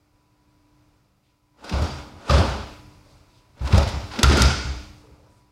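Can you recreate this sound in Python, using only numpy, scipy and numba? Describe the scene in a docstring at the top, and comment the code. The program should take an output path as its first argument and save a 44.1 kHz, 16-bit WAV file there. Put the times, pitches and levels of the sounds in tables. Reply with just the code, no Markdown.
"""Under lamp hum, ventilation and a thin whistle, two people take turns at forward rolls on gym mats in a hall,
coming nearer to a phone on the wooden floor. Landings boom as decaying bending modes of the sprung floor; arms
and soles slap the vinyl as noise bursts over ringing air pockets; cloth and foam drag as slow-gated noise.
The hall answers with a diffuse noise tail, and the phone's expander lowers all of it between the falls."""
import sys
import numpy as np
from scipy import signal
from scipy.fft import rfft, irfft, next_fast_len
from scipy.io import wavfile
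from scipy.ndimage import uniform_filter1d
from numba import njit

SR = 44100
rng = np.random.default_rng(int(sys.argv[2]) if len(sys.argv) > 2 else 0)


def nominal_scale(level):
    """Amplitude ratio for a level in decibels (scalar or array-like)."""
    x = np.asarray(level, float) / 20
    return 10 ** x


def digitize_waveform(pressure):
    """Quantize a signal to 16-bit integers and store it at the path in sys.argv[1].

    Rows of a 2-D input are taken as channels; values are limited to [-1, 1].
    """
    field = np.atleast_2d(pressure).T
    bounded = np.clip(field, -1, 1)
    quanta = np.round(bounded * 32767).astype(np.int16)
    wavfile.write(sys.argv[1], SR, quanta)


N = 242991  # samples


def shape(x, points):
    """Linear filtering: weight the spectrum by (frequency_hz, gain_db) points joined on a log frequency axis."""
    hz, db = np.transpose(points)
    size = next_fast_len(len(x))
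    log_hz = np.log(np.arange(size // 2 + 1) * SR / size + 1)
    gain = nominal_scale(np.interp(log_hz, np.log(hz), db))
    return irfft(rfft(x, size) * gain, size)[:len(x)]


def unit(x):
    """Normalisation of signal power: scale to rms 1."""
    return x / np.sqrt(np.mean(x ** 2))


def curve(rows):
    """Amplitude envelope through (time_s, level_db) rows, silent outside them."""
    s, db = np.transpose(rows)
    return nominal_scale(np.interp(np.arange(N) / SR, s, db, left=-200, right=-200))


def swells(rows, rise_s, fall_s):
    """Exponential relaxation: each (start_s, hold_s, level_db) row rises, holds and dies away."""
    t = np.arange(N) / SR
    gain = np.zeros(N)
    for s, hold, db in rows:
        rise = 1 - np.exp(-np.maximum(t - s, 0) / rise_s)
        fall = np.exp(-np.maximum(t - s - hold, 0) / fall_s)
        gain += nominal_scale(db) * rise * fall
    return gain


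def walk(rate):
    """Low-frequency random modulation: levels held for 1 / rate seconds and smoothed twice."""
    k = int(SR / rate)
    held = np.repeat(rng.standard_normal(N // k + 1), k)
    return uniform_filter1d(uniform_filter1d(held, k), k)[:N]


def add(track, s, sound):
    """Superposition: mix a sound in at time s."""
    i = int(s * SR)
    track[i:i + len(sound)] += sound[:N - i]


def lift(x, peaks):
    """Resonance: add the excess of each (centre_hz, width_hz, lift_db) band to the sound."""
    for hz, width_hz, db in peaks:
        x = x + (nominal_scale(db) - 1) * signal.lfilter(*signal.iirpeak(hz, hz / width_hz, fs=SR), x)
    return x


# Body weight landing on the floor: start_s [s], level_db [dB], pitch_hz of the floor at that spot [Hz],
# ring_s [s]
LANDINGS = [(1.714, -8, 188, 0.015), (1.733, -9, 69, 0.048), (1.792, -15, 66.9, 0.03),
            (1.819, -8, 76.7, 0.037), (1.883, -21.5, 68.4, 0.061), (1.95, -23, 69, 0.06),
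            (2.135, -25, 85.6, 0.049), (2.298, -6, 71.4, 0.093), (2.375, -4.5, 87.7, 0.049),
            (2.447, -16, 69.5, 0.075), (2.48, -13.5, 65.6, 0.058), (2.6, -24.5, 69, 0.054),
            (3.608, -9.5, 64, 0.061), (3.69, -22, 70, 0.041), (3.732, 2, 86, 0.028), (3.771, -1, 68, 0.023),
            (3.798, -8, 70, 0.051), (3.866, -13, 80.4, 0.02), (3.937, -13, 70.5, 0.046),
            (4.033, -20, 81.8, 0.019), (4.181, -14, 223.5, 0.025), (4.208, -20, 333, 0.021),
            (4.234, -1.5, 65.1, 0.07), (4.305, -4.5, 68.3, 0.063), (4.362, -14, 205, 0.068),
            (4.406, -4.5, 64.7, 0.086), (4.476, -10.5, 67.1, 0.071), (4.555, -18.5, 71, 0.032),
            (4.65, -15, 64.9, 0.071), (4.76, -26, 65.6, 0.055), (4.898, -30, 69, 0.021),
            (5.112, -26, 68.7, 0.033), (5.181, -28, 68.2, 0.052), (5.233, -32.5, 122.2, 0.035)]
# Modes of the boards under a landing: multiple of pitch_hz [ratio], level_db [dB], share of ring_s [ratio]
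BOARD_MODES = [(1, -5, 1), (0.719, -20, .8), (1.251, -11, 0.65), (1.55, -8.5, 0.35), (2.1, -18.5, 0.96),
               (3, -19.5, 0.24)]


def thuds():
    """Dispersion of bending waves: the higher part arrives first, so each decaying mode sags in pitch."""
    out = np.zeros(N)
    t = np.arange(SR // 2) / SR
    sag_s = 0.19 * 0.0087 * (1 - np.exp(-t / 0.01))  # phase lead, so the pitch starts high
    onset = 1 - np.exp(-t / 0.0058)
    for s, db, hz, ring_s in LANDINGS:
        for multiple, mode_db, share in BOARD_MODES:
            ring = onset * np.exp(-(t / (ring_s * share)) ** 5.6)
            mode = np.sin(2 * np.pi * hz * multiple * (t + sag_s))
            add(out, s, nominal_scale(db + mode_db) * ring * mode)
    return out


# Skin and cloth smacking vinyl: time_s [s], level_db [dB], bright_db of the crack [dB],
# hall_db sent to the hall [dB], pocket_hz of the enclosed air [Hz]
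SLAP_HITS = [(1.643, -27.5, -2.5, 7.5, 1450), (1.695, -21, -5, -5, 2620), (1.724, -27, -33.5, -8, 700),
             (1.820, -35, 1.5, 8.5, 660), (2.297, -14, -17, 2.5, 1217), (2.308, -15, -16.5, 4, 570),
             (2.341, -19.5, -32, 0, 905), (2.380, -19, -34, -18, 382), (2.42, -45, -25, -4, 570),
             (3.595, -32.5, -27, -5, 2160), (3.674, -28.5, -7.5, -5, 1037), (3.727, -19.5, -27.5, 1, 2233),
             (3.745, -22.5, -32.5, 2, 526), (3.779, -20, 0, 0.5, 614), (3.828, -27, -4.5, -9.5, 1430),
             (3.876, -36, 1, -2.5, 1450), (3.889, -33.5, 0, 5.5, 920), (4.114, -36, -32, 7.5, 1007),
             (4.136, -34.5, -30.5, 3.5, 786), (4.158, -31.5, -32, -1.5, 1410),
             (4.19, -15.5, -14, -10, 4700), (4.196, -30.5, -16, -7, 5450), (4.232, -0.5, -3, -4.5, 3490),
             (4.242, -9, -17, -6.5, 1370), (4.298, -18.5, -28, 11.5, 348.5), (4.372, -17, 0, 11.5, 1420),
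             (4.420, -9.5, 2, -1, 6980)]
# Colour of the dull puff: frequency_hz [Hz], gain_db [dB]
PUFF_COLOUR = [(300, -6.5), (700, -3), (1300, -9.5), (1900, -3), (3500, -3.5), (5000, -6.5), (8000, -24.5),
               (15000, -38.5)]


def slaps():
    """Air expulsion: a limb squeezes out a noise burst, brighter for bare skin, and knocks the pocket it closes."""
    near, far = np.zeros(N), np.zeros(N)
    t = np.arange(SR // 10) / SR
    late = np.maximum(t - 0.0012, 0)  # the crack follows the puff by 1.2 ms
    for s, db, bright_db, hall_db, pocket_hz in SLAP_HITS:
        contact_s = 0.0035 * nominal_scale(-0.28 * db)  # weaker slaps stay in contact longer
        puff = (1 - np.exp(-t / 0.0025)) * np.exp(-t / contact_s)
        crack = 0.66 * (1 - np.exp(-late / 0.00045)) * np.exp(-late / (0.82 * contact_s))
        dull, crisp = rng.standard_normal((2, len(t)))
        dull = shape(dull, PUFF_COLOUR)
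        crisp = shape(crisp, [(2500, -11.5), (5000, 8.5), (8000, 0.5), (12000, -9), (16000, -23.5)])
        # pockets pitched above 1200 Hz are small and knock more weakly
        knock_gain = nominal_scale(5.5) * min(1200 / pocket_hz, 1) ** 2
        knock = knock_gain * np.sin(2 * np.pi * pocket_hz * t) * t / 0.0029 * np.exp(-t / 0.0037)
        burst = nominal_scale(db) * (puff * unit(dull) + nominal_scale(bright_db) * crack * unit(crisp) + knock)
        add(near, s - 0.002, burst)
        add(far, s - 0.002, nominal_scale(hall_db) * burst)
    return near, far


# How hard the back drags, one list for each of the four rolls: time_s [s], level_db of the cloth [dB]
ROLL_DRAG = [
    [(1.54, -52), (1.59, -39), (1.64, -30.5), (1.68, -35), (1.72, -33.5), (1.84, -32.5), (1.93, -43.5),
     (2.12, -43.5)],
    [(2.12, -46.5), (2.23, -38.5), (2.285, -29.5), (2.30, -25), (2.43, -26), (2.60, -39.5), (2.72, -56.5)],
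    [(3.53, -64), (3.58, -36.5), (3.63, -47.5), (3.69, -32), (3.74, -29.5), (3.80, -28), (3.86, -34.5),
     (3.95, -39.5), (4.08, -51.5)],
    [(4.08, -55), (4.12, -42.5), (4.165, -33), (4.225, -33.5), (4.25, -24.5), (4.38, -19), (4.44, -23.5),
     (4.65, -41), (4.75, -42.5), (4.9, -97)],
]
# Foam against cloth, one value for each roll: level_db [dB]
FOAM_OVER_CLOTH = [3.0, 3.5, 2.5, -2.5]
# Colour of cloth on vinyl: frequency_hz [Hz], gain_db [dB]
VINYL_COLOUR = [(500, -21), (1000, -2), (1400, 6.5), (1850, -3), (3100, -0.5), (4800, -8), (7000, -12.5),
                (10700, -22.5), (15800, -60)]
# Colour of crushed foam, also under soles: frequency_hz [Hz], gain_db [dB]
FOAM_COLOUR = [(120, -21), (250, 1), (400, -2), (580, -0.5), (900, 0), (1350, -8), (1700, -44)]


def drag():
    """Stick-slip friction: heavy cotton creases over vinyl in grains, and foam gives way in lumps under the weight."""
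    grain = nominal_scale(3.17 * walk(60) + 0.83 * walk(400))
    cloth = unit(shape(rng.standard_normal(N) * grain, VINYL_COLOUR))
    rub = sum(map(curve, ROLL_DRAG)) * cloth
    rolling = sum(nominal_scale(db) * curve(rows) for rows, db in zip(ROLL_DRAG, FOAM_OVER_CLOTH))
    # each landing crushes the foam too
    squash = swells([(s, 0, db - 25.5) for s, db, _, _ in LANDINGS], rise_s=0.008, fall_s=0.022)
    lumps = nominal_scale(0.81 * walk(40))
    foam = unit(shape(rng.standard_normal(N) * lumps, FOAM_COLOUR))
    return rub + (rolling + squash) * foam


# Soles set down on the mat: start_s [s], level_db [dB], pocket_hz of the enclosed air [Hz]
SOLES = [(2.028, -47, 860), (3.055, -42, 582), (5.035, -42, 448), (5.09, -44, 444), (5.14, -49, 900),
         (5.19, -41.5, 536), (5.235, -44, 545)]


def steps():
    """Cavity excitation: a soft sole gives a dull puff from the foam and a hollow knock longer than a slap's."""
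    out = np.zeros(N)
    t = np.arange(SR // 10) / SR
    envelope = t / 0.0089 * np.exp(1 - t / 0.0075)
    for s, db, pocket_hz in SOLES:
        puff = nominal_scale(-5.5) * unit(shape(rng.standard_normal(len(t)), FOAM_COLOUR))
        knock = np.sin(2 * np.pi * pocket_hz * t)
        add(out, s, nominal_scale(db) * envelope * (knock + puff))
    return out


# Getting up and shuffling: start_s [s], hold_s [s], level_db [dB], centre_hz of the rustle [Hz]
RUSTLES = [(1.223, 0.086, -54.5, 2560), (2.9, 0.053, -57, 4030), (3.04, 0.14, -52, 4400),
           (3.278, 0.1, -50, 3600), (4.945, 0.082, -58, 4510), (5.292, .1, -57.5, 8500)]
# Colour of moving cloth: frequency_hz [Hz], gain_db [dB]
CLOTH_COLOUR = [(1000, -25), (2400, -3), (3700, 0), (6000, -4), (9300, -6), (15000, -22)]


def shuffle():
    """Friction noise: faint cloth and soles rustle in a broad band, unsteadily, while they get up."""
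    out = np.zeros(N)
    wide = 2 ** 1.8  # the band has fallen by 14 dB at 1.8 octaves from its centre
    for s, hold, db, hz in RUSTLES:
        rustle = shape(rng.standard_normal(N), CLOTH_COLOUR)
        rustle = shape(rustle, [(hz / wide, -14), (hz, 0), (hz * wide, -14)])
        out += swells([(s, hold, db)], rise_s=0.0073, fall_s=0.06) * unit(rustle)
    return out * nominal_scale(2 * walk(40))


# Pockets of air under the mats that sing along: centre_hz [Hz], width_hz [Hz], lift_db [dB]
MAT_POCKETS = [(205, 29, 9.5), (406, 26, 4.5), (553, 20, 3.5), (660, 12, 4), (878, 10, 4.5), (1243, 8.3, 6),
               (1476, 49, 3), (1975, 40, 2), (2193, 50, 3)]


def mat_pockets(x):
    """Sympathetic resonance: air under the mats rings at its own pitches when the sound drives it."""
    return lift(x, MAT_POCKETS)


def rumble(x):
    """Reverberation as convolution: floor and hall air keep a boom going unevenly, falling 60 dB in 0.49 s."""
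    t = np.arange(SR) / SR
    build = 1 - np.exp(-(t / 0.059) ** 2)
    tail = rng.standard_normal(SR) * nominal_scale(-60 * t / 0.49) * build
    return signal.fftconvolve(x, tail / np.sqrt(np.sum(tail ** 2)))[:N]


# What plaster and people give back: frequency_hz [Hz], gain_db [dB]
WALL_REFLECTION = [(200, -5), (5500, -1.5), (8000, -9), (12000, -10.5), (16000, -14.5)]
# Reverberation time, a fall of 60 dB: frequency_hz [Hz], t60_s [s]
REVERBERATION = [(300, 0.58), (900, 0.59), (2400, 1), (5000, 0.89), (7500, 0.96), (11000, 0.37),
                 (15000, .4)]


def hall(x):
    """Diffuse field: reflections too dense to tell apart return each band's energy as fading noise."""
    hz, _, spectrum = signal.stft(shape(x, WALL_REFLECTION), SR, nperseg=1024)
    noise = signal.stft(rng.standard_normal(N), SR, nperseg=1024)[2]
    t = np.arange(150) * 512 / SR  # one step per half frame
    build = 1 - np.exp(-(t / 0.017) ** 2)
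    t60_s = np.interp(hz, *np.transpose(REVERBERATION))[:, None]
    fade = nominal_scale(-120 * t / t60_s) * build  # doubled dB, since it weights energy
    fade = fade / fade.sum(axis=1, keepdims=True)
    power = uniform_filter1d(abs(spectrum) ** 2, size=3, axis=0)
    energy = signal.fftconvolve(power, fade, axes=1)[:, :power.shape[1]]
    carrier = unit(abs(noise)) * np.exp(1j * np.angle(noise))
    return signal.istft(carrier * np.sqrt(abs(energy)), SR)[1][:N]


# Colour of the ventilation: frequency_hz [Hz], gain_db [dB]
VENT_COLOUR = [(15, -39), (30, 2.5), (65, -3), (130, -1), (170, -16.5), (270, -14), (500, -18.5),
               (950, -18.5), (1400, -21.5), (1700, -28.5), (2400, -24.5), (3300, -30), (5000, -29.5),
               (6500, -34), (15800, -47)]
# The room noise swells a little: time_s [s], level_db [dB]
VENT_LEVEL = [(0, -42), (.9, -41.5), (1.16, -43), (2.8, -43), (3.1, -38), (3.5, -39), (4.9, -44),
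              (5.3, -41), (5.51, -41.5)]
# Hum of lamps and fans: pitch_hz [Hz], level_db [dB], wander_hz [Hz], swell_db [dB]
HUM_TONES = [(299, -47.5, 2, 3.5), (192.6, -55.5, 4.9, 6), (133, -59, 9.1, 7.5)]
# A thin whistle comes and goes: start_s [s], hold_s [s], level_db [dB]
WHISTLE_SPELLS = [(.1, 0.62, -51), (.9, 0.19, -63), (1.26, 0.072, -53), (1.45, 1.5, -53),
                  (3.25, 0.45, -51.5), (5.26, 0.35, -49)]


def air():
    """Broadband and tonal noise: coloured ventilation, with hums and a whistle as wavering sines."""
    vent = curve(VENT_LEVEL) * unit(shape(rng.standard_normal(N), VENT_COLOUR))
    whistle = np.sin(2 * np.pi * np.cumsum(986 + 6 * walk(30)) / SR)
    out = vent + swells(WHISTLE_SPELLS, rise_s=0.013, fall_s=0.18) * whistle
    for hz, db, wander_hz, swell_db in HUM_TONES:
        level = nominal_scale(db + swell_db * walk(5))
        out += level * np.sin(2 * np.pi * np.cumsum(hz + wander_hz * walk(30)) / SR)
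    return out


def scene():
    """Structure-borne and airborne paths: floor booms arrive direct; slaps and rolls come by air with much hall."""
    low, roll, soles = thuds(), drag(), steps()
    near, far = slaps()
    reverberant = hall(far + nominal_scale(-8) * roll + nominal_scale(5.5) * soles)
    mats = mat_pockets(nominal_scale(-5.5) * roll + reverberant)
    floor = low + nominal_scale(-14.5) * rumble(low)
    return (floor + near + soles + mats + shuffle() + air())[None]


# Hollow under the phone and its port: centre_hz [Hz], width_hz [Hz], lift_db [dB]
PORT_PEAKS = [(570, 41, 1.5), (1373, 210, 0.5), (3080, 800, -2.5), (3600, 220, 1), (4860, 370, 3)]


def port(x):
    """Cavity resonance: the hollow under the phone and its port colour all that reaches the microphone."""
    return lift(x, PORT_PEAKS)


@njit
def follow(power, rise, fall):
    """Leaky integration of power, quicker up than down; rise and fall are shares per sample."""
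    out, e = np.empty(len(power)), power[:20000].mean()
    for i in range(len(power)):
        e += (power[i] - e) * (rise if power[i] > e else fall)
        out[i] = e
    return out


def expander(x):
    """Downward expansion: every dB of level below -25 dB costs a further 1.252 dB."""
    power = uniform_filter1d(x ** 2, size=600)
    power = follow(power, 1 / (0.053 * SR), 1 / (0.11 * SR))  # opens in 53 ms, shuts in 110 ms
    level_db = 10 * np.log10(power + 1e-12)
    return x * nominal_scale(np.minimum(1.252 * (level_db + 25), 0))


def top_cut(x):
    """Nothing passes above the cut-off."""
    return signal.sosfilt(signal.butter(12, 16470, fs=SR, output="sos"), x)


def record(dry):
    """Transducer chain: bass cut, port resonances, expander, converter hiss, soft overload and top cut."""
    x = signal.sosfilt(signal.butter(2, 42, "high", fs=SR, output="sos"), dry[0])
    x = expander(port(x))
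    # the converter's own hiss lies behind the expander
    x = x + nominal_scale(-81) * rng.standard_normal(N)
    x = np.tanh(0.5 * x) / 0.5
    x = signal.sosfilt(signal.ellip(8, 0.2, 70, 15800, fs=SR, output="sos"), x)
    return top_cut(x[None])


dry = scene()
out = record(dry)
digitize_waveform(out)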